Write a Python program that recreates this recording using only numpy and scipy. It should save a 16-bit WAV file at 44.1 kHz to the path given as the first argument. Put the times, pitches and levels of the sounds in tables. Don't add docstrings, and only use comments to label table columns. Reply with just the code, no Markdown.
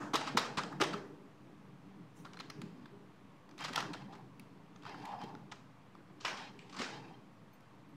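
import sys
import numpy as np
from scipy import signal
from scipy.fft import rfft, irfft, next_fast_len
from scipy.io import wavfile
from scipy.ndimage import uniform_filter1d, map_coordinates

SR = 44100
rng = np.random.default_rng(int(sys.argv[2]) if len(sys.argv) > 2 else 0)


def unload_wav(signal):
    wavfile.write(
        sys.argv[1],
        SR,
        np.round(np.clip(np.atleast_2d(signal).T, -1, 1) * 32767).astype(np.int16),
    )


def ratio(d):
    e = np.asarray(d, float) / 20
    return 10 ** e


N = 351020
FAR_S = 6.1

# (start [s], length [s], plastic rustle [dB], hollow scrape [dB], skin hiss [dB])
STROKES = [(0.154, 0.13, -52, -55, -80), (0.41, .13, -62, -55, -86), (0.605, 0.18, -69.5, -57, -101),
           (0.839, 0.11, -59, -64, -89), (2.134, 0.071, -76, -92, -72), (2.298, 0.56, -75, -81, -101),
           (3.568, 0.083, -51.5, -54.5, -71), (3.723, 0.052, -51, -46.5, -71),
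           (3.84, 0.18, -67.5, -59.5, -101), (4.047, 0.13, -78, -61, -90), (4.815, 0.096, -56, -54, -86),
           (4.921, 0.19, -63, -53.5, -81), (5.005, 0.17, -75, -48.5, -94),
           (5.177, 0.065, -61.5, -57.5, -84), (5.254, 0.058, -83, -57, -92), (6.273, 0.18, -56.5, -58, -90),
           (6.58, 0.21, -75, -70, -100), (6.742, .1, -60, -61, -87), (6.829, 0.14, -57.5, -57, -88),
           (6.982, 0.16, -73.5, -62.5, -95)]
# (frequency [Hz], width [Hz], level [dB])
LOW_ROOM_MODES = [(117.6, 8, -2.5), (141, 23, 0), (196.7, 21.7, 1), (232, 40, -6.5), (292, 39, -2.5),
                  (406.1, 16, -6), (465, 25.4, -12.5)]
# (frequency [Hz], time [s])
ECHO_TIMES = [(150, 0.55), (400, 0.98), (1000, 0.58), (3000, 0.33), (6000, 0.42), (8300, 0.43),
              (10000, 0.3), (15000, 0.25)]


def unit(x):
    return x / np.sqrt(np.mean(x ** 2) + 1e-20)


def along(points, hz):
    point_hz, values = np.transpose(points)
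    return np.interp(np.log(hz + 1), np.log(point_hz + 1), values)


def filtered(x, response):
    size = next_fast_len(N + SR // 2)
    spectrum = rfft(x, size) * response(np.fft.rfftfreq(size, 1 / SR))
    return irfft(spectrum, size)[..., :N]


def modes(table):
    def response(f):
        total = 0
        for k, (centre, width, db) in enumerate(table):
            resonance = 1j * f * width / (centre * centre - f * f + 1j * f * width)
            total = total + (-1) ** k * ratio(db) * resonance
        return total
    return response


def colour(spectrum):
    return lambda f: ratio(along(spectrum, f))


def low_cut(hz, order):
    return lambda f: (1j * f / (1j * f + hz)) ** order


def wobble(rate):
    points = rng.standard_normal(int(N * rate / SR) + 4)
    return map_coordinates(points, [np.arange(N) * rate / SR])


def patchy(patchy_db, size):
    z = signal.stft(rng.standard_normal(N), nperseg=size)[2]
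    field = uniform_filter1d(rng.standard_normal(z.shape), size=3, axis=0)
    field = uniform_filter1d(field, size=5, axis=1)
    noise = signal.istft(z * ratio(patchy_db * unit(field)), nperseg=size)[1]
    return unit(noise[:N])


def through(drive, noise, response):
    return filtered(drive * noise, response) / np.std(filtered(noise, response))


def foil(f):
    # (frequency [Hz], width [Hz], level [dB])
    sheet_modes = [(1920, 656, 1.5), (3070, 2250, -2), (5120, 2270, -6.5), (7350, 2830, -20)]
    top_hz, low_hz = 8600, 1300
    top = 1 / (1 + .9j * f / top_hz - (f / top_hz) ** 2) ** 3
    return modes(sheet_modes)(f) * top * low_cut(low_hz, 2)(f)


def ticks():
    ticks_per_s = 70
    base_db, spread_db = -8, 2.5
    rise_ms, carton_db, treble_db = 2.6, -6, -40
    rows = []
    for start, length, rustle_db, *_ in STROKES:
        count = int(np.ceil(length * ticks_per_s))
        for place, size in rng.random((count, 2)):
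            level_db = rustle_db + base_db - spread_db * np.log(size + 0.066)
            rows.append((start + place * length, level_db, carton_db, treble_db, rise_ms))
    return rows


def crinkles():
    # (time [s], level [dB], carton [dB], treble [dB], rise [ms])
    creases = [(0, -32, 8.5, -40, 1.6), (0.132, -35.5, 5.5, -21, 9.6), (0.152, -29.5, -15, -23, 6.3),
               (0.171, -50, 10, -3, 1.3), (0.207, -44, -2, -34, 4.6), (0.267, -44, 3, -45, 11.5),
               (0.368, -28, 1, -20, 7.8), (0.393, -44, 3, -8, 2.6), (0.442, -48, -1, -24, 11),
               (0.569, -34, 1.5, -36, 10.5), (0.586, -61.5, -6, -25, 1.3), (0.632, -45.5, 5.5, -45, 3.4),
               (0.7226, -68, 23, -42, 4.6), (0.799, -44.5, 11, -26, 4.3), (0.806, -30, 0.5, -26, 8.6),
               (0.833, -36.5, -4, -20, 5), (0.926, -47.5, 6, -39, 9.8), (2.247, -54, 4.5, -46, 4.8),
               (2.258, -64.5, 11.5, -25, 6.9), (2.3312, -53, -1.5, -35, 2.9), (2.34, -59, 8, -34, 2.8),
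               (2.37, -55.5, 3, -35, 3.1), (2.39, -51, -8, -22, 1.4), (2.3968, -49.5, 1, -19, 6.2),
               (2.4985, -47, -4, -13.5, 3.6), (2.615, -46, -6, -18, 3), (2.856, -56, 8.5, -24, 2.3),
               (3.49, -59, 6, -17, 1.8), (3.51, -54, -1.5, -28, 1.9), (3.578, -53, 2, -15, 3),
               (3.5878, -51, -9, -21, 3.4), (3.598, -51.5, 5, -25, 11), (3.635, -40.5, 0.5, -23, 11),
               (3.678, -49, 5.5, -31, 7.6), (3.7294, -45, -4, -17, 3.6), (3.757, -33.5, -12, -15, 3.4),
               (3.769, -40, 4, -26, 11.3), (3.801, -42, -10, -19, 4.1), (3.8249, -52, 15.5, -12, 1.3),
               (3.9312, -43, 1, -39, 5.6), (3.949, -50.5, 3, -42, 1.9), (4.121, -61.5, 2, -24, 10.3),
               (4.15, -61, 5, -23, 3.7), (4.395, -51.5, -17, -4.5, 2.6), (4.759, -58.5, -3, -40, 2.1),
               (4.831, -60.5, 6, -26, 2.8), (4.8513, -61, 10, -37, 1.9), (4.862, -63, 15, -35, 5.6),
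               (4.892, -54, 8, -33, 2.3), (4.943, -65.5, 20.5, -43, 2.7), (5.051, -52, -6, -11, 3.5),
               (5.142, -57.5, -4, -40, 1.8), (5.205, -62, 7, -16, 9), (5.235, -54, -15, -14, 3.5),
               (5.3505, -58.5, 14, -30, 0.8), (5.5137, -45.5, -3, -48, 6.1), (5.9496, -74, 18, -22, 2.5),
               (6.199, -55.5, -2, -28, 9.3), (6.238, -57, 0, -37, 7.8), (6.247, -36, 2, -25, 6),
               (6.258, -51, -8, -25, 3.2), (6.278, -47, 6.5, -28, 3.2), (6.368, -49.5, 0, -45, 7.5),
               (6.589, -51, -25, -48, 2.3), (6.6945, -54, -18, -47, 3.8), (6.7246, -52, -4, -32, 4.8),
               (6.7377, -55, 3.5, -41, 7.4), (6.761, -49, 0, -40, 7.8), (6.785, -41, -2.5, -55, 9.8),
               (6.811, -43.5, -4.5, -50, 7.9), (7.606, -67.5, -10, -1, 1.7)]
    # (frequency [Hz], width [Hz], level [dB])
    carton = [(550, 665, -10.5), (950, 640, -1.5), (1272, 285, 3)]
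    # (frequency [Hz], level [dB])
    sheen = [(7000, -50), (9000, 0), (12000, -7), (15700, -12)]
    near_room_db, far_room_db = -7, 1
    slow_room_db = 0.5
    far_carton_db = -0.5
    far_treble_db = -5
    silent_db = -120

    drive = np.zeros((2, 3, N + SR))
    t = np.arange(SR // 12) / SR
    sharpness = np.array([[2.2], [1.4], [3.2]])
    for s, db, carton_db, treble_db, rise_ms in creases + ticks():
        far = s > FAR_S
        room_db = (far_room_db if far else near_room_db) + slow_room_db * np.log2(rise_ms / 5)
        carton_db = carton_db + far_carton_db * far
        treble_db = treble_db + far_treble_db * far
        u = 1000 * t / rise_ms
        swarm = (u * np.exp(1 - u)) ** sharpness
        levels = ratio(db + np.array([[0], [carton_db], [treble_db]]))
        dry_db = silent_db * (s <= 0)
        send = ratio([[dry_db] * 3, [room_db, room_db + 0.27, room_db - 11]])
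        start = round(s * SR)
        drive[:, :, start:start + len(t)] += send[:, :, None] * levels * swarm

    snaps = ratio(2.5 * wobble(900))
    noises = [unit(snaps * ratio(1.5 * wobble(600)) * patchy(3, size=128)) for _ in range(3)]
    bodies = foil, modes(carton), colour(sheen)
    out = np.zeros((2, N))
    for k, (noise, body) in enumerate(zip(noises, bodies)):
        out += np.array([through(envelope, noise, body) for envelope in drive[:, k, :N]])
    return out


def thuds():
    # (time [s], level [dB], pitch [Hz])
    landings = [(0.14, -25.5, 304), (0.349, -26.5, 232), (0.377, -33.5, 451), (0.577, -28.5, 187),
                (0.805, -24, 316), (0.819, -23.5, 405), (2.494, -45.5, 292), (3.703, -38, 268),
                (3.754, -51, 193), (5.237, -35, 212), (6.799, -32, 255), (6.819, -36, 441)]
    # (multiple of pitch, level [dB], time to fade by 60 dB [s])
    lid_modes = [(0.999, 4.5, 0.038), (1.42, -1.5, 0.035), (2.1, -9, 0.075), (2.8, -13, 0.051)]
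    boom_db = -5.5
    out = np.zeros((2, N + SR))
    t = np.arange(SR // 10) / SR
    soft_start = 1 - np.exp(-t / 0.0022)
    for s, db, hz in landings:
        swing = 0
        for multiple, level_db, t60 in lid_modes:
            swing = swing + ratio(level_db - 60 * t / t60) * np.sin(2 * np.pi * multiple * hz * t)
        start = round(s * SR)
        out[:, start:start + len(t)] -= ratio([[db], [db + boom_db]]) * soft_start * swing
    return out[:, :N]


def rubs():
    # (frequency [Hz], width [Hz], level [dB])
    tray = [(1650, 380, 8.5), (2740, 650, 6.5), (3157, 72, 12), (3790, 410, 2.5), (4180, 104, 8.5),
            (4850, 900, 4), (4760, 230, -19), (5840, 530, -19)]
    # (frequency [Hz], width [Hz], level [dB])
    box_air = [(840, 240, 0)]
    # (frequency [Hz], level [dB])
    palm = [(3000, -30), (5800, 0), (10000, -5), (15500, -14)]
    attack = 0.47
    release_db_per_s = 152
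    t = np.arange(N) / SR
    drive = np.zeros((3, N))
    for s, length, *levels_db in STROKES:
        press = np.clip((t - s) / (attack * length), 0, 1) ** 2
        release = ratio(-release_db_per_s * np.clip(t - s - length, 0, None))
        drive += ratio(levels_db)[:, None] * press * release
    rustle_drive, scrape_drive, hiss_drive = drive

    stutter = ratio(3 * wobble(45))
    scrape = through(scrape_drive * stutter, patchy(2, size=512), lambda f: modes(box_air)(f) ** 2)
    rustle_grain = ratio(2.5 * wobble(90))
    rustle = through(rustle_drive * rustle_grain, patchy(3, size=1024), lambda f: modes(tray)(f) ** 2)
    hiss_grain = ratio(0.67 * wobble(120))
    hiss = through(hiss_drive * hiss_grain, patchy(3.9, size=256), colour(palm))
    return scrape + rustle + hiss


def pings():
    # (time [s], level [dB])
    window_pings = [(2.368, -51), (2.398, -38.5), (2.43, -59), (2.446, -65), (2.466, -60), (2.498, -46)]
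    pitch_hz, t60 = 4150, 0.045
    out = np.zeros(N + SR)
    t = np.arange(SR // 10) / SR
    tone = (1 - np.exp(-t / .0015)) * np.sin(2 * np.pi * pitch_hz * t)
    for s, db in window_pings:
        out[round(s * SR):][:len(t)] += ratio(db - 60 * t / t60) * tone
    return out[:N]


def bangle():
    # (frequency [Hz], level [dB], time to fade by 60 dB [s])
    metal_tones = [(4310, -5, 0.13), (6325, -5, 0.15), (8600, -10, 0.36), (11340, -1, 0.09),
                   (14320, 1, .11)]
    # (time [s], level [dB])
    touches = [(7.533, -71), (7.89, -83)]
    out = np.zeros(N + SR)
    t = np.arange(SR // 4) / SR
    for s, db in touches:
        for hz, level_db, t60 in metal_tones:
            tone_db = db + level_db + rng.normal(0, 1.7)
            out[round(s * SR):][:len(t)] += ratio(tone_db - 60 * t / t60) * np.sin(2 * np.pi * hz * t)
    return out[:N]


def diffuse(x, build_s, shorten):
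    hz, t, z = signal.stft(x, SR, nperseg=256, noverlap=192)
    hop_s = t[1]
    energy = uniform_filter1d(np.abs(z) ** 2, size=7, axis=0)
    build = np.exp(-hop_s / build_s) + 0 * hz
    decay = ratio(-2 * 60 * hop_s / along(ECHO_TIMES, hz) / shorten)
    for kept_share in build, decay:
        energy = np.array([signal.lfilter([1 - k], [1, -k], row) for k, row in zip(kept_share, energy)])
    noise = ratio(0.39 * wobble(110)) * patchy(1.7, size=1024)
    grain = signal.stft(noise, SR, nperseg=256, noverlap=192)[2]
    shaped = grain / np.std(grain) * np.sqrt(np.abs(energy))
    return signal.istft(shaped, SR, nperseg=256, noverlap=192)[1][:N]


def walls(x):
    hz, t, z = signal.stft(rng.standard_normal(SR), SR, nperseg=256)
    fade = ratio(-60 * t / along(ECHO_TIMES, hz)[:, None])
    tail = signal.istft(z * fade, SR, nperseg=256)[1]
    tail = tail * (1 - np.exp(-np.arange(len(tail)) / SR / 0.0013))
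    return signal.fftconvolve(x, tail / np.linalg.norm(tail))[:N]


def room(feed, boom):
    far = np.arange(N) / SR > FAR_S
    near_echo = diffuse(feed * ~far, build_s=0.013, shorten=0.92)
    far_echo = diffuse(feed * far, build_s=0.012, shorten=1.0)
    echo = filtered(near_echo + far_echo, low_cut(150, 2))
    ring = ratio(1) * filtered(boom, modes(LOW_ROOM_MODES))
    return echo + walls(boom) + ring


def rumble_and_air():
    # (time [s], level [dB])
    rumble_levels = [(0.0, -46), (0.24, -51.5), (1.09, -49.5), (1.33, -57.5), (2.1, -57.5), (2.5, -51.5),
                     (3.37, -62), (3.83, -49), (4.61, -59), (5.14, -49), (5.74, -65.5), (5.99, -60),
                     (6.23, -57), (6.96, -51.5), (7.21, -55), (7.49, -67), (7.69, -66), (7.96, -58.5)]
    # (frequency [Hz], level [dB])
    air_colour = [(12, -16), (20, -13), (34, 3.5), (55, -22.5), (113, 1.5), (197, 0), (363, -13.5),
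                  (406, -17), (454, -10.5), (616, -11.5), (1110, -10), (1380, -16.5), (2350, -21),
                  (15600, -47.5)]
    s, db = np.transpose(rumble_levels)
    level = ratio(np.interp(np.arange(N) / SR, s, db) + 1.5 * wobble(14))
    rumble = through(level, patchy(3.1, size=2048), modes(LOW_ROOM_MODES))
    spectrum = [*air_colour, (16500, -120)]
    air = unit(filtered(patchy(1, size=512), colour(spectrum)))
    return rumble + ratio(-60.5) * air


def scene():
    creases, feed = crinkles()
    knocks, boom = thuds()
    window = pings()
    slides = rubs()
    feed = feed + ratio(-22) * window
    wet = room(feed, boom)
    return (creases + knocks + slides + window + bangle() + wet + rumble_and_air())[None]


def band_limit(x):
    return signal.sosfilt(signal.butter(12, 15770, fs=SR, output="sos"), x)


def record(dry):
    bass_cut = low_cut(60, 2)
    heard = filtered(dry, lambda f: bass_cut(f) * (f < 15770))
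    mix = heard - .0005
    return band_limit(mix)


dry = scene()
out = record(dry)
unload_wav(out)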